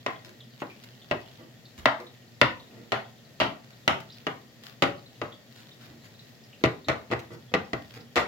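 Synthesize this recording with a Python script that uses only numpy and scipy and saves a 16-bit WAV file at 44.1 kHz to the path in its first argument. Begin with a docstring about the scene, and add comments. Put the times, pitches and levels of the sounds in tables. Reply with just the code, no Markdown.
"""A small hard-walled kitchen: a knife slices garlic on a plastic board, pauses, then minces it.
Each stroke is a set of ringing board, blade and table modes plus a noisy clack, a bright click and a crackle.
Soft pushes, splitting cloves and a dry rustle are built from tiny impacts; shaped noise is the room's answer.
Behind it sit filtered-noise hiss, a wavering low hum from narrow noise bands, and faint fluttering high chirps."""
import sys
import numpy as np
from scipy import signal
from scipy.fft import rfft, irfft, next_fast_len
from scipy.io import wavfile
from scipy.ndimage import uniform_filter1d

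SR = 44100
rng = np.random.default_rng(int(sys.argv[2]) if len(sys.argv) > 2 else 0)


def transcribe(u):
    """Save the signal u as a 16-bit wav file named by the first command-line argument.

    u: samples, shape (n,) or (channels, n), limited to [-1, 1]; the rate is SR.
    q: integer samples, one column per channel.
    """
    v = np.clip(np.atleast_2d(u).T, -1, 1)
    q = np.round(v * 32767).astype(np.int16)
    wavfile.write(sys.argv[1], SR, q)


N = 364707  # length in samples

# steady room hiss: [f/Hz, relative level/dB per Hz]
AIR_SPECTRUM = [(30, -9), (85, -21.5), (120, 1), (180, -6.5), (280, -9), (680, -11.5), (950, -21.5),
                (2200, -20), (4500, -20.5), (7400, -26), (8200, -35.5), (10800, -36), (12500, -30.5),
                (16000, -32.5)]
# narrow bands of wavering hum: [f/Hz, width/Hz, level/dB]
HUM_BANDS = [(123.2, 22, -58.5), (231, 39, -61), (1880, 190, -68)]
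# kitchen reverberation by band: [f/Hz, relative level/dB, t60/s]
KITCHEN_BANDS = [(60, -4.5, 0.44), (130, 6.5, 0.38), (180, 0, 0.41), (302, 2, 0.34), (635, 0.5, 0.35),
                 (785, 0.5, 0.37), (1200, 3.5, 0.28), (2450, -3, 0.3), (5000, -5.5, 0.27), (9200, -8, 0.27),
                 (16100, 2.5, 0.27)]
# the nearer chirps, likely small birds outside: [t/s, f/Hz, peak level/dB]
NEAR_CHIRPS = [(.155, 3260, -49), (.403, 3320, -45), (.697, 2470, -45), (1.015, 3400, -48.5),
               (1.259, 3100, -51.5), (1.652, 4100, -48), (2.065, 3700, -47), (2.596, 3850, -48),
               (4.098, 3740, -45), (4.12, 4840, -48), (5.059, 3860, -49), (5.32, 3360, -44),
               (5.713, 3520, -49), (6.191, 4000, -47), (6.528, 2790, -48.5), (6.844, 3870, -46.5)]
# spells of dry rustle, likely fingers shifting their grip on the garlic: [start t/s, length/s, level/dB]
GRIP_SHIFTS = [(0, .15, -58.5), (0.526, 0.82, -59), (4.076, 0.12, -57.5), (4.624, 0.064, -53.5),
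               (5.493, 0.41, -60), (6.03, 0.37, -64), (7.8, 0.17, -58)]
# garlic splitting under the edge: [t/s, level/dB, length/ms, first snap/dB]
GARLIC_CRUNCHES = [(0.248, -50, 25, 0), (0.293, -54.5, 16, 9), (0.603, -50, 25, -2), (0.8385, -48, 8.5, -1),
                   (1.779, -49, 31, -6), (2.001, -49.5, 12, 2), (3.637, -57, 13, -17),
                   (3.706, -53, 10.3, 3), (4.003, -47, 9.2, 2), (4.636, -53, 57, -4),
                   (5.562, -56.5, 73, -5), (5.8, -55.5, 69, -17), (6.038, -54.5, 32, -12),
                   (7.193, -46, 13.3, -1), (7.315, -54.5, 42, -20), (7.94, -50.5, 39, -3.5)]
# blade and fingers pressing softly on the board: [t/s, level/dB, length/ms, table thump/dB]
SOFT_NUDGES = [(.255, -55.5, 35, -17), (1.384, -50.5, 34, 0), (1.78, -44, 17.4, 13.5), (1.828, -64, 14, 17),
               (1.987, -44.5, 25.4, -17), (2.689, -54, 170, 9), (5.84, -55.5, 109, 8),
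               (6.609, -47.5, 9.7, 12), (6.868, -40, 8.8, 19), (7.099, -37.5, 12, 5.5), (7.302, -43, 24, 9),
               (7.514, -43, 13.8, 10), (7.957, -45.5, 19.2, 4)]
# modes of table, board and blade:
# [f/Hz, t60/s, level/dB struck with the tip, with the belly, with the heel]
BOARD_MODES = [(83.6, 0.15, -21, -22, -7.5), (125, 0.18, -3, -3.5, -2.5), (161.5, 0.16, -10.5, -11, -10),
               (239.4, 0.13, -7.5, -14, -3.5), (270, 0.19, -3, -4, -11), (321, 0.052, -4.5, -9.5, -6),
               (346.7, 0.088, -7.5, -2.5, -1.5), (418, 0.11, -2, -11, -2.5), (484.6, 0.11, -3.5, -13, 1.5),
               (588.3, 0.087, 6, 1.5, -7), (647.6, 0.095, 2, 2, 1), (791, 0.36, -17, -0.5, -2.5),
               (860, 0.32, -42, -18, -31), (980, 0.11, 1.5, -6, -44), (1047, 0.029, 2, -20.5, -18),
               (1164, 0.088, -18, -6, -5), (1190, 0.098, -23, -1.5, -2.5), (1302, 0.083, -9, 0.5, -6),
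               (1389, 0.16, 2, -10, -1.5), (1473, 0.19, -3, -0.5, -6.5), (1596, 0.24, -2, -8, -9),
               (1894, 0.056, 6.5, -7, -1.5), (1961, 0.075, 0, -18, 2), (2035, 0.049, -7, -16, -8),
               (2275, 0.076, -38, -25, -14), (2649, 0.046, -0.5, -8, -7), (2867, 0.043, -3, -4, -19),
               (3100, 0.027, -14.5, -7, -37), (3370, 0.014, -35.5, -19, -32),
               (3800, 0.0083, -23, -15.5, -32)]
# the crowd of fast-dying board modes between and above those: [f/Hz, relative level/dB]
CLACK_SPECTRUM = [(60, -25), (150, -4.5), (500, 3.5), (1200, 0.5), (1650, -5), (2000, 4), (3000, -4),
                  (4200, -7.5), (6000, -17), (7300, -21.5), (8600, -31), (12000, -36), (16000, -48)]
# knife strokes: [t/s, level/dB, place (0 tip, 1 belly, 2 heel), time the edge takes to settle/ms,
#  settling level/dB, weight of the hand as table thump/dB, sharpness of the contact as tick/dB]
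KNIFE_STROKES = [(0.063, -27, 0.26, 8.6, -17, -0.5, -2.5), (0.619, -32.5, 0.12, 9, -2.5, 7.5, -22),
                 (1.112, -23.5, 0.093, 9.75, -5.5, 4, -7), (1.8564, -16, 0, 6.3, -26, 1, -4),
                 (2.4141, -14, 0, 6.05, -7.5, 2, -2), (2.92, -23.5, 1.5, 10.7, -3.5, -4, -1.5),
                 (3.4011, -20, 0.82, 14.4, 6, -4.5, 0.5), (3.8776, -18.5, 0.86, 11.7, -17, -2, 3),
                 (4.2676, -27, 0.72, 7.96, -5, 2, -2.5), (4.8222, -18, 1, 15.4, -0.5, 2.5, 1.5),
                 (5.2158, -30, 0.92, 7.45, -5, 1.5, -5.5), (6.6378, -17, 2, 20, -2.5, 6, 0),
                 (6.8847, -22, 1.6, 14, 2.5, 1.5, -0.5), (7.1132, -24.5, 1.9, 21, 7.5, 5.5, -2.5),
                 (7.5391, -20, 2, 11.6, -2, 5, -2), (7.7321, -27.5, 1.67, 3.9, -5.5, 5.5, -3),
                 (8.1577, -19.5, 1.85, 20.4, 12, -4, 5)]

# room air: level, slow drift and faster flutter
AIR_DB, AIR_DRIFT_DB, AIR_FLUTTER_DB = -55, 0.06, 0.5
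# the flock behind the nearer chirps: pitch range, and the softest chirp at each of two distances
FLOCK_LOW_HZ, FLOCK_HIGH_HZ = 2884, 5000
FLOCK_NEAR_DB, FLOCK_FAR_DB = -58, -64
# swell and fade of a grip shift, and the rustle of the resting hand
GRIP_ATTACK_S, GRIP_RELEASE_S, RESTING_GRIP_DB = 0.016, 0.06, -70
# a heavy hand fills out the body of the board (dB, dB per dB of thump)
BODY_DB, BODY_PER_THUMP = 0, 0.49
# a sharp or hard contact cracks (dB, dB per dB of tick, dB per dB above the usual chop)
CRACK_DB, CRACK_PER_TICK, CRACK_PER_LEVEL, USUAL_CHOP_DB = -0.8, 0.18, 0.21, -22
# pressed hard or struck with the heel, the board sends less into the room (dB, dB per dB, dB per step of place)
ROOM_DB, ROOM_LOSS_PER_THUMP, ROOM_LOSS_PER_PLACE_DB = -4.5, 0.6, 0.84
TOP_HZ = 16050  # top of the recorder's band


def undb(db):
    """Decibels to gain."""
    return 10 ** (np.asarray(db) / 20)


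def unit(x):
    """Scale to an energy of 1 per channel."""
    return x / np.sqrt(np.mean(np.sum(x ** 2, axis=-1)))


def level(x, db):
    """Scale to an rms level."""
    return x * undb(db) / np.sqrt(np.mean(x ** 2))


def add(out, s, x):
    """Mix a stereo sound in at time s."""
    i = min(max(int(s * SR), 0), out.shape[1])
    out[:, i:i + x.shape[1]] += x[:, :out.shape[1] - i]


def on_log_axis(hz, points):
    """Read (f/Hz, value) points at any frequency."""
    f, value = np.transpose(points)
    return np.interp(np.log(hz + 1), np.log(f), value)


def colour(x, points):
    """Causal filter through (f/Hz, level/dB) points, built from the cepstrum of the gain."""
    n = 2 * next_fast_len(x.shape[-1] // 2 + 2048)
    gain = undb(on_log_axis(np.fft.rfftfreq(n, 1 / SR), points))
    cepstrum = irfft(np.log(gain))
    # folding the cepstrum forward in time makes the filter minimum phase
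    cepstrum[1:n // 2] *= 2
    cepstrum[n // 2 + 1:] = 0
    return irfft(rfft(x, n) * np.exp(rfft(cepstrum)))[..., :x.shape[-1]]


def diffuse(n, apart_hz):
    """Noise at two close microphones: alike in the bass, unrelated above apart_hz."""
    mid, side = rfft(rng.standard_normal((2, n)))
    alike = .92 / (1 + (np.fft.rfftfreq(n, 1 / SR) / apart_hz) ** 2)
    mid, side = mid * np.sqrt(1 + alike), side * np.sqrt(1 - alike)
    return irfft([mid + side, mid - side], n) / np.sqrt(2)


def decay(t, t60):
    """Exponential fade that loses 60 dB in t60 seconds."""
    return np.exp(-np.log(1000) * t / t60)


def walk(rate):
    """Random levels held 1 / rate s and slewed twice; spread near 1."""
    k = int(SR / rate)
    steps = np.repeat(rng.standard_normal(N // k + 1), k)
    return uniform_filter1d(uniform_filter1d(steps, k), k)[:N] * np.sqrt(2)


def background(hiss_left_db=2):
    """Room air and narrow humming bands of noise; the left microphone hisses more."""
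    air = colour(diffuse(N, apart_hz=740), AIR_SPECTRUM)
    air[0] = colour(air[0], [(1000, 0.92), (2500, 0.38), (5000, 0.43), (9000, hiss_left_db)])
    air[1] = colour(air[1], [(1000, -1.5), (2500, 0.5), (5000, -1.1), (9000, -7.0)])
    air_db = AIR_DB + AIR_DRIFT_DB * walk(1) + AIR_FLUTTER_DB * walk(9.5)
    air = level(air, 0) * undb(air_db)
    hz = np.fft.rfftfreq(N, 1 / SR)
    bands = 0
    for centre, width, db in HUM_BANDS:
        resonance = 1 / (1 + (2 * (hz - centre) / width) ** 2)
        bands = bands + undb(db) * unit(resonance)
    hum = irfft(rfft(diffuse(N, apart_hz=703)) * bands, N) * np.sqrt(len(hz))
    return air + hum


def kitchen(first_ms=7, build_ms=9, blur_hz=70):
    """Room response: reflections build up after the nearest wall, then each band decays at its own rate."""
    t = np.arange(SR // 2) / SR
    hz = np.fft.rfftfreq(len(t), 1 / SR)
    rows = np.array(KITCHEN_BANDS)
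    onset = np.clip((t * 1000 - first_ms) / build_ms, 0, 1)
    noise = diffuse(len(t), apart_hz=900)
    # the room's modes overlap densely, so no narrow band of the tail stands out
    heard = rfft(noise * onset * decay(t, np.median(rows[:, 2])))
    power = uniform_filter1d(np.mean(abs(heard) ** 2, axis=0), int(blur_hz / hz[1]))
    noise = rfft(noise) / np.sqrt(power)
    tail = 0
    for share, (_, db, t60) in zip(np.eye(len(rows)), rows):
        band = irfft(noise * on_log_axis(hz, np.c_[rows[:, 0], share]), len(t))
        tail = tail + undb(db) * band * decay(t, t60)
    return unit(tail * onset)


def in_kitchen(x, room_db, feed=None):
    """Direct sound plus the reverberation of what reaches the walls (feed, by default the same sound)."""
    to_walls = x if feed is None else feed
    wet = signal.fftconvolve(to_walls, kitchen(), axes=1) * undb(room_db)
    wet[:, :x.shape[1]] += x
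    return wet


def chirp(hz, db, attack_s=0.0034, decay_s=0.011, glide=0.026, rasp=0.073, rasp_hz=700):
    """A short scratchy note: its pitch glides down and flutters too fast to follow."""
    t = np.arange(SR // 12) / SR
    flutter = level(uniform_filter1d(rng.standard_normal(len(t)), int(SR / rasp_hz)), 0)
    pitch = hz * (1 + glide * np.exp(-t / decay_s) + rasp * flutter)
    tone = np.sin(2 * np.pi * np.cumsum(pitch) / SR + rng.uniform(0, np.pi, (2, 1)))
    swell = (1 - np.exp(-t / attack_s)) * np.exp(-t / decay_s)
    return tone * swell / swell.max() * undb(db)


def flock(db, count, spread_db=6):
    """Chirps of random pitch and strength, loosely spaced in time."""
    out = np.zeros((2, N))
    for k, (when, pitch, size) in enumerate(rng.random((count, 3))):
        s = (k + when) / count * N / SR
        hz = FLOCK_LOW_HZ + pitch * (FLOCK_HIGH_HZ - FLOCK_LOW_HZ)
        add(out, s, chirp(hz, db + spread_db * size))
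    return out


def twitter():
    """The nearer chirps, and many fainter ones behind them."""
    out = flock(FLOCK_NEAR_DB, count=26, spread_db=5.5)
    out += flock(FLOCK_FAR_DB, count=130, spread_db=5.5)
    for s, hz, db in NEAR_CHIRPS:
        add(out, s, chirp(hz, db))
    return out


def finger_work():
    """Gain of the rustle: each shift of grip swells, holds and dies back to the resting hand."""
    t = np.arange(N) / SR
    gain = undb(RESTING_GRIP_DB)
    for s, length, db in GRIP_SHIFTS:
        attack = np.clip((t - s) / GRIP_ATTACK_S, 0, 1)
        release = np.exp(-np.maximum(t - s - length, 0) / GRIP_RELEASE_S)
        gain = np.maximum(gain, undb(db) * attack * release)
    return gain


def rustle(count=1100, spread_db=4):
    """Sparse dry ticks of uneven size, swelling with the work of the fingers."""
    when, size, side = rng.random((count, 3)).T
    ticks = np.zeros((2, N))
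    strength = undb(-spread_db * np.log(1 - .97 * size))
    ticks[:, (when * (N - 1)).astype(int)] = strength * np.sqrt([side, 1 - side])
    # each tick is a burst of crackle fading over about a millisecond
    envelope = signal.lfilter([1], [1, -np.exp(-1000 / SR)], ticks)
    crackle = envelope * rng.standard_normal((2, N))
    sound = colour(crackle, [(300, -18.5), (1500, 1.5), (2400, 1.5), (3400, 7), (5000, 0.5),
                             (7000, -13), (9000, -18.5), (16000, -11.5)])
    return level(sound, 0) * finger_work()


def grains(ms, per_s, spread_db):
    """A burst of uneven tiny impacts that swells and fades."""
    n = max(int(ms * SR / 1000), 16)
    count = int(n * per_s / SR) + 2
    when, size, sign = rng.random((count, 3)).T
    strength = undb(-spread_db * np.log(1 - size)) * np.sqrt(np.sin(np.pi * when))
    burst = np.zeros(n)
    np.add.at(burst, (when * n).astype(int), np.sign(sign - .5) * strength)
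    return unit(burst)


def crunch(db, ms, snap_db):
    """The skin of the clove snaps, then its cells burst in a fine crackle."""
    cells = grains(ms, per_s=1500, spread_db=0.5)
    cells[0] += undb(snap_db)
    t = np.arange(SR // 50) / SR
    pop = rng.standard_normal((2, len(t))) * np.exp(-t / 0.0021)
    crackle = signal.fftconvolve(pop, cells[None], axes=1)
    sound = colour(crackle, [(300, -4), (2000, 5.5), (4500, 2.0), (7000, -5.0), (9000, -15.0),
                             (13000, -10.5), (16000, -13.5)])
    return unit(sound) * np.sqrt(SR * ms / 1000) * undb(db)


def board(place, clack_db=-3, clack_t60=0.093, treble_t60=0.039, tick_db=-5, tick_t60=0.021,
          apart_hz=950, rise_ms=0.37, scatter_db=1.34):
    """Stereo ring of one blow; the place of contact decides which modes speak."""
    t = np.arange(SR // 6) / SR
    hz, t60, *by_place = np.transpose(BOARD_MODES)
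    nearness = np.maximum(1 - abs(np.clip(place, 0, 2) - np.arange(len(by_place))), 0)
    db = nearness @ np.array(by_place)
    detune, size, apart = rng.standard_normal((len(hz), 3)).T
    gain = undb(db + scatter_db * size) / t60
    # short waves reach the two microphones out of step
    lag = np.sign(apart) * np.minimum(hz / apart_hz, 1) ** 2 * np.pi / 4
    phase = rng.uniform(0, 2 * np.pi, len(hz)) + np.outer([1, -1], lag)
    poles = 2j * np.pi * hz * (1 + 0.0027 * detune) - np.log(1000) / t60
    ring = np.imag((gain * np.exp(1j * phase)) @ np.exp(np.outer(poles, t)))
    ring *= 1 - np.exp(-(t * 1000 / rise_ms) ** 2)
    # plastic damps the highest modes fastest, and the first instant of contact is the sharpest
    crowd = diffuse(len(t), apart_hz=910)
    low = signal.sosfiltfilt(signal.butter(2, 3500, fs=SR, output="sos"), crowd)
    slow, fast, snap = (unit(decay(t, t60_s)) for t60_s in (clack_t60, treble_t60, tick_t60))
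    body = undb(clack_db) * (low * slow + (crowd - low) * fast)
    clack = colour(body + undb(tick_db) * crowd * snap, CLACK_SPECTRUM)
    return unit(ring) + np.hypot(undb(clack_db), undb(tick_db)) * unit(clack)


def nudge(db, ms, thump_db):
    """A push cushioned by garlic: the board answers dully."""
    push = signal.fftconvolve(board(2.0), grains(ms, per_s=700, spread_db=2.5)[None], axes=1)
    push = colour(push, [(130, thump_db), (350, 1.5), (900, -8.5), (2500, -12), (7000, -16)])
    return unit(push) * np.sqrt(SR * (ms + 10) / 1000) * undb(db)


def edge_click(t60=0.011):
    """Steel meeting bare plastic: one thin, bright instant."""
    t = np.arange(SR // 50) / SR
    burst = rng.standard_normal((2, len(t))) * decay(t, t60)
    return unit(colour(burst, [(800, -6), (2500, 4.0), (4000, 3), (5500, -17), (7300, -21),
                               (9000, -33), (12000, -11), (16000, -20)]))


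def stroke_colour(db, thump_db, tick_db, place):
    """Body, crack and room levels in dB follow from the force, weight, sharpness and place of the stroke."""
    body_db = BODY_DB + BODY_PER_THUMP * thump_db
    crack_db = CRACK_DB + CRACK_PER_TICK * tick_db + CRACK_PER_LEVEL * (db - USUAL_CHOP_DB)
    room_db = ROOM_DB - ROOM_LOSS_PER_THUMP * thump_db - ROOM_LOSS_PER_PLACE_DB * place
    return body_db, crack_db, room_db


def chop(db, place, settle_ms, settle_db, thump_db, tick_db, left_db=1.6, juice_db=-37, click_db=-20,
         padding_db=-3, cushion_db=-4, radiate_s=0.005):
    """The edge hits the board, then more of its length lands in quick, duller knocks while the garlic crackles."""
    body_db, crack_db, room_db = stroke_colour(db, thump_db, tick_db, place)
    hit, settle, feed = np.zeros((3, 2, SR // 3))
    # the walls hear the board from all sides: its modes blur into the short first swing of each knock
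    first_swing = np.exp(-np.arange(SR // 6) / SR / radiate_s)
    ring = board(place)
    add(hit, 0, ring)
    add(feed, 0, unit(ring * first_swing))
    for share in np.arange(1, 4) / 3:  # three settling knocks
        ring, size = board(place), undb(settle_db) / np.sqrt(3)
        s = share * settle_ms / 1000
        add(settle, s, size * ring)
        add(feed, s, size * unit(ring * first_swing))
    hit += colour(settle, [(1500, 0), (5000, cushion_db)])
    contact = [(130, thump_db), (300, body_db), (620, body_db), (900, 0), (1500, 0),
               (2200, crack_db), (3800, crack_db), (6500, tick_db)]
    hit = in_kitchen(unit(colour(hit, contact)), room_db, unit(colour(feed, contact)))
    add(hit, 0, undb(juice_db) * unit(crunch(0, settle_ms + 15, 0)))
    # the tip meets bare plastic; further back the garlic pads the edge
    add(hit, 0, undb(click_db + tick_db + padding_db * place) * edge_click())
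    # the stroke's level is that of its first 30 ms, set for each ear
    attack = hit[:, :int(.03 * SR)]
    attack_rms = np.sqrt(np.mean(attack ** 2, axis=1, keepdims=True))
    ear_db = db + np.array([[left_db], [-left_db]]) / 2
    return hit * undb(ear_db) / attack_rms


def scene(chirp_db=0, nudge_db=0, crunch_db=0, handling_room_db=-3, chirp_room_db=-1):
    """Knife work on the board over the background."""
    out, handling = background(), rustle()
    chirps = in_kitchen(twitter(), chirp_room_db)[:, :N]
    out += undb(chirp_db) * chirps
    for s, db, ms, snap_db in GARLIC_CRUNCHES:
        add(handling, s, crunch(db + crunch_db, ms, snap_db))
    for s, db, ms, thump_db in SOFT_NUDGES:
        add(handling, s, nudge(db + nudge_db, ms, thump_db))
    out += in_kitchen(handling, handling_room_db)[:, :N]
    for s, *stroke in KNIFE_STROKES:
        add(out, s, chop(*stroke))
    return out


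def record(dry, low_cut_hz=55, left_bright_db=2):
    """The microphones drop deep bass, the left one brighter; the recorder clips at full scale and cuts the top."""
    left, right = (colour(x, [(5500, 0.012), (9000, side * left_bright_db)]) for x, side in zip(dry, (1, -1)))
    low_cut = signal.butter(4, low_cut_hz, "high", fs=SR, output="sos")
    sound = signal.sosfilt(low_cut, np.array([left, right]))
    top_cut = signal.ellip(10, .2, 70, TOP_HZ, fs=SR, output="sos")
    return signal.sosfilt(top_cut, np.clip(sound, -1, 1))


dry = scene()
out = record(dry)
transcribe(out)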